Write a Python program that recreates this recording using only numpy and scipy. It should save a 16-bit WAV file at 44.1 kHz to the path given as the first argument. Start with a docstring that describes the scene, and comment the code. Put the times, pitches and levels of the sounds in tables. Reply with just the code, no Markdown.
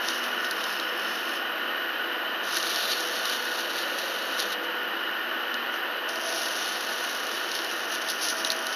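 """A motor whirs and hums while abrasive paper hisses on spinning steel.
The induction motor stands on a workbench with an engine valve in its chuck: magnetic hum, fan air and
dry bearings ringing the finned housing. The paper is held to the valve head in three passes; its grit
hisses and rings the steel, its edge snags and snaps, and the bent sheet drones now and then.
A small mono microphone close by has a deep notch in the treble."""
import sys
import numpy as np
from scipy import signal
from scipy.fft import rfft, irfft
from scipy.io import wavfile

SR = 44100
rng = np.random.default_rng(int(sys.argv[2]) if len(sys.argv) > 2 else 0)


def wrap_up_sound(samples):
    """Save the sound to the file named by the first command line argument, as 16-bit audio."""
    columns = np.atleast_2d(samples).T
    # keep every value between -1 and 1, then stretch to whole-number steps
    tamed = np.clip(columns, -1, 1)
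    steps = np.round(tamed * 32767).astype(np.int16)
    wavfile.write(sys.argv[1], SR, steps)


N = 385875
TIME = np.arange(N) / SR
FREQS = np.maximum(np.fft.rfftfreq(16384, 1 / SR), 1)  # Hz axis of every tone colour
SHAFT_HZ = 49.5

# Magnetic hum and shaft tones. Each row: pitch in Hz, level in dB.
HUM_TONES = [(199.5, -65), (244.5, -58.5), (495.3, -50.5), (549, -63.5), (648, -52), (748, -60),
             (989.5, -55.5)]
# Air from the cooling fan. Each row: frequency in Hz, level in dB.
FAN_AIR = [(25, -105), (60, -99), (120, -102.5), (165, -91), (215, -77), (300, -70), (700, -67),
           (1000, -69.5), (2200, -77.5), (3900, -81), (5500, -85.5), (7000, -88), (10000, -92),
           (14500, -95.5)]
# Broad rush of the bearing balls. Each row: frequency in Hz, level in dB.
BEARING_RUSH = [(200, -110), (800, -84), (1170, -65.5), (1650, -64), (1900, -67), (2200, -77.5),
                (2700, -69.5), (3400, -79), (6000, -105)]
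# Ring of the housing and end shields. Each row: pitch in Hz, width in Hz, level in dB.
HOUSING_MODES = [(339.1, 20.7, -63), (1427, 42, -61.5), (1478, 28.4, -56), (1760, 30, -61),
                 (1827, 27, -59.5), (2510, 50, -73), (2903, 110, -62.5), (3052, 115, -64.5),
                 (3930, 230, -79.5), (12000, 400, -91), (13090, 320, -78.5), (14100, 300, -84)]
# The bearings ease off while the shaft is pressed. Each row: time in seconds, gain in dB.
BEARING_LEVEL = [(2.4, 1), (2.9, 0), (4.1, -0.5), (4.7, .5), (5.8, 1), (6.3, -1), (8.75, -.5)]
# Steady pressure of the paper, one curve a pass. Each row: time in seconds, gain in dB.
PASSES = [
    [(0, -45.5), (0.09, -34.5), (0.31, -47.5), (0.68, -38.5), (0.92, -48), (1.02, -41.5), (1.37, -43),
     (1.45, -63)],
    [(2.42, -60), (2.44, -39.5), (2.56, -31.5), (2.78, -29.5), (3.08, -35), (3.9, -37.5), (4.52, -37.5),
     (4.56, -65)],
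    [(6.07, -67), (6.09, -44), (6.19, -44.5), (6.26, -33.5), (6.6, -34), (7.2, -37), (7.7, -39.5),
     (8.02, -42), (8.75, -43.5)],
]
# Short scrapes as the hand shifts. Each row: peak time in seconds, length in seconds, gain in dB.
SCRAPES = [(0.243, 0.022, -36), (0.45, .02, -38), (0.614, .03, -36), (0.73, 0.03, -39), (2.57, 0.022, -31),
           (2.918, .04, -29.5), (3.3, .08, -33), (3.55, .1, -38), (3.785, 0.072, -34), (3.989, .012, -30.5),
           (4.402, 0.037, -28.5), (4.526, 0.016, -31), (4.642, 0.016, -39.5), (5.747, 0.045, -47.5),
           (6.093, .01, -35.5), (7.357, 0.033, -39), (7.56, .04, -34.5), (7.937, 0.034, -35),
           (8.022, 0.011, -36), (8.097, 0.04, -32), (8.237, 0.06, -31), (8.285, 0.049, -31.5),
           (8.39, .04, -38.5), (8.465, .025, -32.5), (8.516, .02, -36), (8.733, 0.019, -37.5)]
# Hiss of grit on steel. Each row: frequency in Hz, level in dB.
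GRIT_HISS = [(30, -65), (130, -62.5), (400, -50.5), (2000, -46), (3000, -37), (3800, -36), (5000, -41.5),
             (6000, -38.5), (6600, -38), (9700, -42), (11000, -48), (12200, -46.5), (13500, -58),
             (15000, -73)]
# Ring of the valve head and stem. Each row: pitch in Hz, width in Hz, level in dB.
HEAD_MODES = [(2885, 60, -33), (3620, 70, -33), (3912, 50, -26.5), (4085, 45, -32), (4232, 30, -31.5),
              (4343, 35, -29), (4661, 40, -31), (5588, 35, -33), (5780, 35, -33), (10410, 45, -43),
              (11340, 55, -42), (11660, 40, -40), (11870, 45, -42.5), (12086, 55, -39.5)]
# The rim sings under a light touch. Each row: pitch in Hz, width in Hz, level in dB.
RIM_MODES = [(4608, 60, -36), (5205, 30, -33), (5297, 45, -29), (10702, 50, -37), (10790, 40, -40)]
# Rasp of the paper's stiff edge. Each row: centre in Hz, width in Hz, level in dB.
EDGE_RASP = [(4730, 660, -38.5), (5740, 640, -32), (6270, 280, -33), (9850, 480, -36.5),
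             (10470, 270, -38.5)]
# Lean of the paper, from flat on the head (-) to edge on (+). Each row: time in seconds, balance in dB.
PAPER_LEAN = [(0.5, 2.5), (0.72, -6), (1.0, 0), (2.58, 2), (2.9, -10), (3.05, 2), (3.3, -5), (4.3, -5),
              (6.1, 8), (6.8, 1.5), (7.6, 2), (8.3, 9)]
# The rim's ring falls away after the first pass. Each row: time in seconds, gain in dB.
RIM_LEVEL = [(0, -2), (0.5, 3), (1.4, 6), (2.4, -20)]
# The paper's edge catches. Each row: start in seconds, level in dB, treble tilt in dB per octave.
SNAGS = [(0.0867, -9, 0), (0.511, -10, 4), (0.6404, -13, 0), (0.7988, -13, -3), (0.9966, -20, 1),
         (1.293, -19, 2), (2.5701, -6, 5), (2.6286, -11, 0), (2.7601, -8, -2), (2.9193, -13, -2),
         (3.006, -9.5, 1), (3.255, -8, 0), (3.297, -10, 1), (4.396, -12, 0), (4.4015, -6.5, 0),
         (4.4214, -19, -2), (5.5422, -14.5, 0), (6.1584, -15, 4), (7.2684, -16, 1), (7.517, -13, -6),
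         (7.5517, -12.5, 2), (7.5906, -14.5, -8), (7.647, -12, 3.5), (8.088, -13, 3), (8.1007, -11, 10),
         (8.1064, -14, 7), (8.2312, -12, 6), (8.2864, -8, 3), (8.301, -9, 6), (8.4484, -4.5, 0),
         (8.503, -5, -1), (8.5197, -8, 4), (8.6687, -9, 5), (8.7271, -15, 0)]
# Tone colour of a snap. Each row: frequency in Hz, level in dB.
SNAP_COLOUR = [(100, -41), (1500, -19), (2900, -18), (3700, 5.5), (5000, 2), (6200, 3.5), (10000, -3.5),
               (12500, -13), (15000, -37)]
# Swells of the taut paper. Each row: peak time in seconds, spread in seconds, pitch in Hz, level in dB.
DRONES = [(2.75, 0.41, 680, -47), (4.02, 0.26, 531, -42.5), (6.33, .2, 668, -41.5)]


def from_db(db):
    """Decibels to gain."""
    return 10 ** (np.asarray(db) / 20)


def unit_rms(x):
    """Scale to unit rms."""
    return x / np.sqrt(np.mean(x ** 2) + 1e-20)


def ride(points, **ends):
    """A fader ride through (seconds, dB) points, in dB."""
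    return np.interp(TIME, *np.transpose(points), **ends)


def drift(rate_hz):
    """Smooth random wobble of unit rms, moving at up to about rate_hz."""
    hop = 40
    pole = np.exp(-2 * np.pi * rate_hz * hop / SR)
    noise = rng.standard_normal(N // hop + 2002)
    slow = signal.lfilter([1], [1, -2 * pole, pole * pole], noise)[2000:]  # let the filter settle
    return np.interp(np.arange(N) / hop, np.arange(len(slow)), unit_rms(slow))


def broad(points):
    """Power response of a broad EQ curve through (Hz, dB) points."""
    hz, db = np.transpose(points)
    return from_db(np.interp(np.log(FREQS), np.log(hz), db)) ** 2


def resonant(modes):
    """Power response of (Hz, width, dB) resonances, each with steep skirts."""
    return sum(from_db(db) ** 2 / (1 + ((FREQS - hz * hz / FREQS) / width) ** 2 / 2) ** 2
               for hz, width, db in modes)


def impulse(power):
    """Causal (minimum-phase) impulse response of a power response."""
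    cepstrum = irfft(np.log(power + 1e-20))
    half = len(cepstrum) // 2
    cepstrum[0] /= 2
    cepstrum[half:] = 0
    return irfft(np.exp(rfft(cepstrum)))[:half]


def through(drive, power):
    """Colour a white drive: at unit rms it takes on the given power per Hz."""
    response = impulse(power * SR / 2)
    return signal.fftconvolve(np.pad(drive, (len(response) - 1, 0), "wrap"), response, "valid")


def grains(per_s, spread_db):
    """Tiny impacts at random moments, most weak and a few strong; unit rms."""
    sizes = from_db(spread_db * np.minimum(rng.exponential(1, N), 4)) * rng.choice([-1, 1], N)
    return unit_rms(sizes * (rng.random(N) < per_s / SR))


def once_a_turn(depth_db):
    """Tremolo of a part that runs slightly out of true."""
    return from_db(depth_db * np.sin(2 * np.pi * SHAFT_HZ * TIME + rng.uniform(0, 2 * np.pi)))


def hum(waver_db=3.5, wander_hz=0.66):
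    """Tones of the magnetic field and the rotor, wavering in level and a little in pitch."""
    out = 0
    for hz, db in HUM_TONES:
        phase = 2 * np.pi * np.cumsum(hz + wander_hz * drift(2.95)) / SR
        out = out + np.sqrt(2) * from_db(db + waver_db * drift(1.47)) * np.sin(phase)
    return out


def fan():
    """The cooling fan blows a smooth bed of air."""
    return through(rng.standard_normal(N), broad(FAN_AIR))


def bearings():
    """Dry balls rattle over their races and ring the housing."""
    rattle = grains(per_s=7000, spread_db=2.0) * once_a_turn(depth_db=0.6)
    return through(rattle * from_db(ride(BEARING_LEVEL)), broad(BEARING_RUSH) + resonant(HOUSING_MODES))


def paper_contact(rise_share=0.47):
    """Gain of the rubbing: the steady pressure of the passes, with scrapes swelling and fading on top."""
    power = sum(from_db(ride(pressure, left=-120, right=-120)) ** 2 for pressure in PASSES)
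    for peak_s, length, db in SCRAPES:
        spread = length * np.where(TIME < peak_s, rise_share, 1 - rise_share)
        power = power + from_db(db) ** 2 * np.exp(-((TIME - peak_s) / spread) ** 2)
    return np.sqrt(power)


def sanding(flutter_db=0.57, surge_db=0.7, trim_db=-0.34):
    """Grit scores the spinning steel; held flat the paper rings the head, edge on it rasps."""
    grit = grains(per_s=9000, spread_db=5.5) * once_a_turn(depth_db=0.6)
    grit = grit * paper_contact() * from_db(trim_db + flutter_db * drift(45) + surge_db * drift(8.5))
    lean_db = ride(PAPER_LEAN)
    head_db = -5.5 - 0.62 * lean_db
    edge_db = -5 + lean_db
    out = through(grit, broad(GRIT_HISS))
    for modes, send_db in ((HEAD_MODES, head_db), (RIM_MODES, ride(RIM_LEVEL)), (EDGE_RASP, edge_db)):
        strikes = grit * rng.choice([-1, 1], N) * from_db(send_db)  # each part gets its own texture
        out = out + through(strikes, resonant(modes))
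    return out


def snags(crackle_t60=0.016, crackle_db=-19.0, head_db=30):
    """The paper catches: a sharp snap and a short crackle of loosened grit, both ringing the valve head."""
    out, age = np.zeros(N + SR), TIME[:SR // 10]
    crackles = grains(per_s=5000, spread_db=1.5)
    colour = broad(SNAP_COLOUR) + resonant(HEAD_MODES) * from_db(head_db) ** 2
    octaves = np.log2(np.maximum(FREQS, 2000) / 5000)  # the tilt pivots at 5 kHz, flat below 2 kHz
    for k, (start_s, db, tilt_db) in enumerate(SNAGS):
        drive = from_db(crackle_db - 60 * age / crackle_t60) * crackles[k * len(age):(k + 1) * len(age)]
        drive[0] = 1  # the snap's transient
        ring = impulse(colour * from_db(tilt_db * octaves) ** 2)
        snap = signal.fftconvolve(drive, ring / np.abs(ring).max())
        start = round(start_s * SR)
        out[start:start + len(snap)] += from_db(db) * snap
    return out[:N]


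def paper_drone(width_hz=70):
    """The taut sheet, bent round the valve, resonates low for a moment as the pressure swells."""
    out = 0
    for peak_s, spread, hz, db in DRONES:
        drone = unit_rms(through(rng.standard_normal(N), resonant([(hz, width_hz, 0)])))
        out = out + drone * from_db(db) * np.exp(-((TIME - peak_s) / spread) ** 2 / 2)
    return out


def workbench(x, echo_db=-12, echo_t60=0.15):
    """Bench top, jars and shelves scatter a dense, quickly dying cloud of echoes."""
    age = TIME[:SR // 4]
    echoes = rng.standard_normal(len(age)) * from_db(-60 * age / echo_t60) * (age > .001)
    return x + from_db(echo_db) * signal.fftconvolve(x, echoes / np.linalg.norm(echoes))[:N]


def scene():
    """A dry motor bed under the hand work and its bench echoes, alike in both channels."""
    motor = hum() + fan() + bearings()
    hand_work = sanding() + snags() + paper_drone()
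    mono = motor + workbench(hand_work)
    return np.array([mono, mono])


def record(dry, notch_hz=8000, notch_width_hz=1080, notch_db=-31, cutoff_hz=14650):
    """The microphone carves a deep notch in the treble and cuts the top steeply."""
    notch = from_db(notch_db / (1 + ((FREQS - notch_hz) / notch_width_hz) ** 2 / 2) ** 2)
    coloured = signal.fftconvolve(dry, impulse(notch ** 2)[None], axes=1)[:, :N]
    high_cut = signal.ellip(12, .2, 80, cutoff_hz, fs=SR, output="sos")
    return signal.sosfilt(high_cut, coloured)


dry = scene()
out = record(dry)
wrap_up_sound(out)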